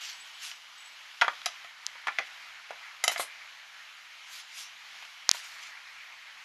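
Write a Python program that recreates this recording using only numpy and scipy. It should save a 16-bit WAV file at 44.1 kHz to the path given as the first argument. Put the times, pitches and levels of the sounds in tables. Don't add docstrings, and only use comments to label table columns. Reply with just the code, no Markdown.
import sys
import numpy as np
from scipy import signal
from scipy.fft import rfft, irfft, next_fast_len
from scipy.io import wavfile
from scipy.ndimage import uniform_filter1d, map_coordinates

SR = 44100
rng = np.random.default_rng(int(sys.argv[2]) if len(sys.argv) > 2 else 0)


def pcm_store(signal):
    levels = np.round(np.clip(np.atleast_2d(signal), -1, 1) * 32767)
    wavfile.write(sys.argv[1], SR, levels.astype(np.int16).T)


N = 284312


def amp(db):
    return 10 ** (np.asarray(db) / 20)


def unit_rms(x):
    return x / np.sqrt(np.mean(x ** 2) + 1e-20)


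def curve_at(points, hz):
    points_hz, values = np.transpose(points)
    return np.interp(np.log(hz + 1), np.log(points_hz + 1), values)


def wobble(knots_per_s):
    knots = rng.standard_normal(int(N * knots_per_s / SR) + 4)
    return map_coordinates(knots, [np.arange(N) * knots_per_s / SR])


def filtered(x, gain_at_hz):
    size = next_fast_len(N + SR // 2)
    return irfft(rfft(x, size) * gain_at_hz(np.fft.rfftfreq(size, 1 / SR)), size)[..., :N]


def patchy_noise(spectrum, patch_db):
    bins = signal.stft(rng.standard_normal(N), nperseg=512)[2]
    patches = uniform_filter1d(rng.standard_normal(bins.shape), 6, axis=0)
    patches = uniform_filter1d(patches, 10, axis=1)
    noise = signal.istft(bins * amp(patch_db * unit_rms(patches)), nperseg=512)[1][:N]
    return unit_rms(filtered(noise, lambda hz: amp(curve_at(spectrum, hz))))


def burst(t, t60_s, db_at_hz):
    hz = np.fft.rfftfreq(len(t), 1 / SR)
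    spectrum = rfft(rng.standard_normal(len(t))) * amp(db_at_hz(hz))
    return amp(-60 * t / t60_s) * unit_rms(irfft(spectrum, len(t)))


def swells(start_s, hold_s, rise_s, fall_s, peak_db, depth_db=20.5):
    column = lambda values: np.reshape(values, (-1, 1))
    grid = np.arange(0, N + 32, 32)
    t = grid / SR - column(start_s)
    before = np.maximum(-t / column(rise_s), 0)
    after = np.maximum((t - column(hold_s)) / column(fall_s), 0)
    gain = amp(column(peak_db) - depth_db * (before + after) ** 1.05).sum(axis=0)
    return np.interp(np.arange(N), grid, gain)


# time in seconds, level in dB, share of power heard from close to the vent (0-1).
FAN_PATH = [(0.0, -49.5, 0.18), (0.2, -49.5, 0), (1.15, -50, 0.08), (1.38, -47.5, 0.09),
            (1.76, -49.5, 0.38), (2.23, -47.5, 0.44), (2.96, -49, 0.45), (3.14, -46.5, 0.53),
            (3.91, -50.5, 0.23), (5.12, -48.5, 0.11), (5.46, -48, 0.48), (6.12, -48.5, 0.57),
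            (6.45, -48, 0.52)]
# frequency in Hz, relative density in dB.
FAR_AIR_SPECTRUM = [(15, -69), (25, -48), (146, -27), (446, -26.5), (508, -22), (811, -8.5), (900, -8),
                    (1170, -4.5), (1330, -4), (1640, -2.5), (2970, -0.5), (3850, -5), (6650, -12.5),
                    (8400, -25.5), (12400, -21.5), (16100, -55), (22000, -120)]
VENT_SPECTRUM = [(15, -63), (25, -21), (119, -27), (392, -28), (676, -10.5), (731, -7.5), (1810, 3.5),
                 (2410, 3.5), (3210, -19.5), (4170, -8.5), (5990, -33), (7380, -24), (12400, -51),
                 (16100, -66), (22000, -120)]
# centre in Hz, width in Hz, boost in dB.
DUCT_RESONANCES = [(2200, 140, 1.5), (3040, 170, 1), (1360, 120, 0.35)]


def fan():
    t = np.arange(N) / SR
    times_s, levels_db, vent_shares = np.transpose(FAN_PATH)
    vent_share = np.interp(t, times_s, vent_shares)
    far = np.sqrt(1 - vent_share) * patchy_noise(FAR_AIR_SPECTRUM, patch_db=1.1)
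    near = np.sqrt(vent_share) * patchy_noise(VENT_SPECTRUM, patch_db=2.5)
    air = filtered(far + near, lambda hz: amp(sum(
        db * np.exp(-((hz - centre_hz) / width_hz) ** 2) for centre_hz, width_hz, db in DUCT_RESONANCES)))
    drift_db = 0.24 * wobble(2.93) + 0.78 * wobble(7.4)
    return amp(np.interp(t, times_s, levels_db) + drift_db) * air


# start of the peak, hold, rise and fall in seconds, drag level in dB, fine hiss level in dB. Most
# rows are soles and cloth; the rows at 3.116 and 3.204 s are a bowl sliding and rattling.
SCUFF_STROKES = [ (0.017, 0.076, 0.028, 0.11, -43, -58), (0.255, 0.028, .015, 0.066, -58, -66),
                 (0.432, 0.042, 0.048, 0.11, -41, -51.5), (2.262, 0.017, 0.036, .02, -59, -69),
                 (3.116, .005, 0.0057, 0.063, -36.5, -41), (3.204, 0.014, 0.037, 0.068, -40, -36.5),
                 (4.33, .07, .08, 0.056, -46, -56.5), (4.576, 0.056, .09, 0.08, -44, -54),
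                 (5.335, 0.022, 0.012, 0.17, -43, -53), (5.45, 0.11, 0.13, 0.12, -55, -64.5),
                 (5.619, 0.058, 0.044, .08, -51, -66), ]
# frequency in Hz, relative density in dB.
SOLE_SPECTRUM = [(350, -74), (600, -39), (749, -13), (887, -33), (925, -25), (1130, -13), (2870, -2),
                 (6470, -4), (7500, -8), (9750, -53), (16500, -120)]
CLOTH_SPECTRUM = [(4590, -40), (7800, -6), (11900, -4), (12400, -7), (16100, -28), (22000, -120)]


def scuffs():
    *timing_s, sole_db, cloth_db = np.transpose(SCUFF_STROKES)
    grain = amp(1.3 * wobble(60) + 1.2 * wobble(500))
    sole = unit_rms(grain * patchy_noise(SOLE_SPECTRUM, patch_db=2.5))
    cloth = unit_rms(grain * patchy_noise(CLOTH_SPECTRUM, patch_db=4.0))
    return swells(*timing_s, sole_db) * sole + swells(*timing_s, cloth_db, depth_db=28.7) * cloth


# start of the peak in seconds, hold in seconds, level in dB.
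SQUEAK_SWELLS = [(0.133, .05, -63), (0.203, .02, -57), (0.346, .004, -62), (0.545, .02, -66),
                 (0.787, 0.019, -57.5), (0.855, 0.026, -57), (.92, .01, -69)]


def squeak(centre_hz=7930, half_width_hz=35):
    start_s, hold_s, peak_db = np.transpose(SQUEAK_SWELLS)
    resonance = lambda hz: 1 / (1 + ((hz - centre_hz) / half_width_hz) ** 2)
    tone = unit_rms(filtered(rng.standard_normal(N), resonance))
    return swells(start_s, hold_s, rise_s=0.017, fall_s=0.036, peak_db=peak_db) * tone


def ring(modes, t, tilt_db_per_oct, ring_share, spot_hz, scatter_db):
    hz, mode_db, t60_s = np.transpose(modes)[:, :, None]
    scatter, split = rng.standard_normal((2, len(modes), 1))
    spot_db = 6.5 * np.exp(-(np.log2(hz / spot_hz) / 0.18) ** 2)
    start_db = mode_db + tilt_db_per_oct * np.log2(hz / 2000) + spot_db + scatter_db * scatter
    envelope = amp(start_db - 60 * t / (t60_s * ring_share))
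    twin = 0.58 * np.sin(2 * np.pi * hz * (1 + 0.012 * split) * t)
    return (envelope * (np.sin(2 * np.pi * hz * t) + twin)).sum(axis=0)


# start in seconds, stand level in relative dB, its tilt in dB/octave, bowl level in
# relative dB, its tilt in dB/octave, share of full ring length, Hz favoured by the spot struck.
BOWL_CONTACTS = [ (0.514, -29.5, 9, -44.5, -5, 0.36, 3170), (1.2127, -12, 2.5, -34, -1, 0.5, 3100),
                 (1.2176, -9, -5, -24, -6.5, 0.8, 1310), (1.244, -23.5, -11.5, -44, -1, 0.57, 6200),
                 (1.2809, -12, -8, -50, -5, 0.45, 1090), (1.4167, -30, 6, -52, -6, 0.19, 3300),
                 (1.4588, -21.5, 7, -20.5, 1.5, 0.46, 5400), (1.463, -25, 13, -22.5, -7, 0.36, 790),
                 (1.646, -32, -3, -39, -7, 0.39, 1220), (1.955, -41, -6, -63, -4, 1, 700),
                 (2.070, -21, -4, -31.5, -6, 0.89, 1040), (2.082, -18.5, -6.5, -39, -11, 0.71, 1410),
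                 (2.186, -15.5, 3.5, -23.5, -7, 0.27, 1970), (2.192, -21, -10, -32, -8, 0.35, 1910),
                 (2.202, -38, -14, -54, -7, 0.53, 564), (2.7067, -31.5, -10, -37, -7, 0.65, 594),
                 (2.713, -33, -10, -54, -9, 0.22, 740), (3.039, -26, -10, -17, 1, 0.85, 2120),
                 (3.0786, -23, -11, -10, -1, 0.45, 3060), (3.095, -20.5, -6, -31, -10, 0.46, 1360),
                 (3.117, -31, -10.5, -37, -4, 1, 5020), (3.160, -27.5, -2.5, -31.5, -8, 0.86, 1840),
                 (3.178, -36, -3, -34, 0, 0.86, 5020), (3.1963, -23, -11.5, -33, -7, 0.76, 596),
                 (3.202, -25, -9, -23, -8, 0.24, 2070), (3.221, -45, 13, -34.5, -5, 0.92, 12200),
                 (5.024, -36.5, 0, -58, 2, 0.84, 1190), (5.05, -44, 4, -47, -3, 0.81, 1220),
                 (5.346, -32.5, -5, -43, -8, 0.74, 1000), ]
# frequency in Hz, relative dB, full-length t60 in seconds.
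STAND_MODES = [(432, -18.5, 0.021), (602, -2.5, 0.017), (753, -14, 0.054), (961, -8, 0.063),
               (1062, -4.5, 0.046), (1163, -6, 0.044), (1401, -1.5, 0.047), (1757, 0, 0.036),
               (2016, -6.5, 0.092), (2165, -1.5, 0.041), (2340, -8.5, 0.1), (2470, -7.5, 0.08),
               (3194, 1.5, 0.017)]
BOWL_MODES = [(702, 0.5, 0.084), (1271, -1.5, 0.12), (2060, 1.5, 0.08), (3055, -5, 0.073),
              (3900, -0.5, 0.047), (4350, -16, 0.019), (4940, 0.5, 0.027), (5860, -11, 0.073),
              (6010, -13, 0.026), (7180, -6.5, 0.059), (7800, -36, .05), (8300, -11, 0.067),
              (9600, -23, 0.064), (10500, -19, 0.12), (10640, -29, 0.073), (12870, -47, 0.21)]
# frequency in Hz, relative density in dB.
CLACK_SPECTRUM = [(200, -39), (700, 13.5), (1500, 13), (3500, -0.5), (6500, -16), (12000, -67)]


def bowls():
    out, t = np.zeros(N + SR), np.arange(SR // 5) / SR
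    octaves = lambda hz: np.log2((hz + 500) / 2500)
    for start_s, stand_db, stand_tilt, bowl_db, bowl_tilt, ring_share, spot_hz in BOWL_CONTACTS:
        knock = amp(stand_db - 11) * ring(STAND_MODES, t, stand_tilt, ring_share, spot_hz, scatter_db=0.7)
        clink = amp(bowl_db - 13.5) * ring(BOWL_MODES, t, bowl_tilt, ring_share, spot_hz, scatter_db=0)
        chatter = burst(t[:400], 0.0073, np.zeros_like)
        chatter[0] += 14
        ringing = signal.fftconvolve(knock + clink, chatter / np.linalg.norm(chatter))[:len(t)]
        clack_db = lambda hz: curve_at(CLACK_SPECTRUM, hz) + stand_tilt * octaves(hz)
        clack = amp(stand_db - 6.5) * burst(t, 0.071 * ring_share, clack_db)
        crack = amp(bowl_db - 6) * burst(t, 0.043 * ring_share, lambda hz: bowl_tilt * octaves(hz))
        floor_thud = amp(stand_db - 11 - 60 * t / 0.03)
        attack = 1 - np.exp(-t / 0.00069)
        hit = (ringing + clack + crack + floor_thud) * attack
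        echo = amp(-9.5) * room(hit)
        at = round(start_s * SR)
        out[at:at + len(hit)] += hit
        out[at:at + len(echo)] += echo
    return out[:N]


# frequency in Hz, t60 in seconds.
ROOM_DECAY = [(300, 0.23), (800, .16), (2000, 0.22), (6000, 0.19), (12000, 0.09)]


def room(x, delay_samples=130):
    hz, t, bins = signal.stft(rng.standard_normal(SR // 3), SR, nperseg=256)
    decay = amp(-60 * t / curve_at(ROOM_DECAY, hz)[:, None])
    tail = signal.istft(bins * decay, SR, nperseg=256)[1]
    return signal.fftconvolve(np.pad(x, (delay_samples, 0)), tail / np.linalg.norm(tail))


# start in seconds, relative level in dB, mode in Hz, thump in dB re the mode,
# mode t60 in seconds.
CASE_SNAPS = [(1.8659, 7.5, 5150, -64, 0.00053), (5.2921, 18.5, 4900, -5.5, 0.00071),
              (5.3142, 25, 5000, -50, 0.00037)]


def case_snaps():
    out, t = np.zeros(N), np.arange(SR // 50) / SR
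    attack = 1 - np.exp(-t / 0.00032)
    for start_s, level_db, mode_hz, thump_db, t60_s in CASE_SNAPS:
        mode = amp(-60 * t / t60_s) * np.sin(2 * np.pi * mode_hz * t)
        thump = amp(thump_db - 60 * t / 0.00095) * np.sin(2 * np.pi * 1450 * t)
        jolt = amp(-45.5 - 60 * t / 0.019)
        at = round(start_s * SR)
        out[at:at + len(t)] -= amp(level_db) * attack * (mode + thump + jolt)
    return out


# frequency in Hz, gain in dB.
IMPACT_EQ = [(30, -46), (150, -26.5), (400, -15), (800, -4.5), (6800, 8), (8200, -1), (11600, 6.5),
             (12400, -12)]


def impact_colour(x):
    gain = amp(curve_at(IMPACT_EQ, np.fft.rfftfreq(4096, 1 / SR)))
    cepstrum = irfft(np.log(gain))
    cepstrum[1:2048] *= 2
    cepstrum[2049:] = 0
    impulse = irfft(np.exp(rfft(cepstrum)))
    return signal.fftconvolve(x, impulse)[:N]


def scene():
    mono = impact_colour(bowls() + case_snaps()) + scuffs() + squeak() + fan()
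    return np.array([mono, mono])


def record(dry):
    ceiling, top_hz, edge_hz = 0.9, 12420, 120
    rounded = dry / (1 + np.abs(dry / ceiling) ** 6) ** (1 / 6)
    return filtered(rounded, lambda hz: np.clip(0.5 + (top_hz - hz) / edge_hz, 0, 1))


dry = scene()
out = record(dry)
pcm_store(out)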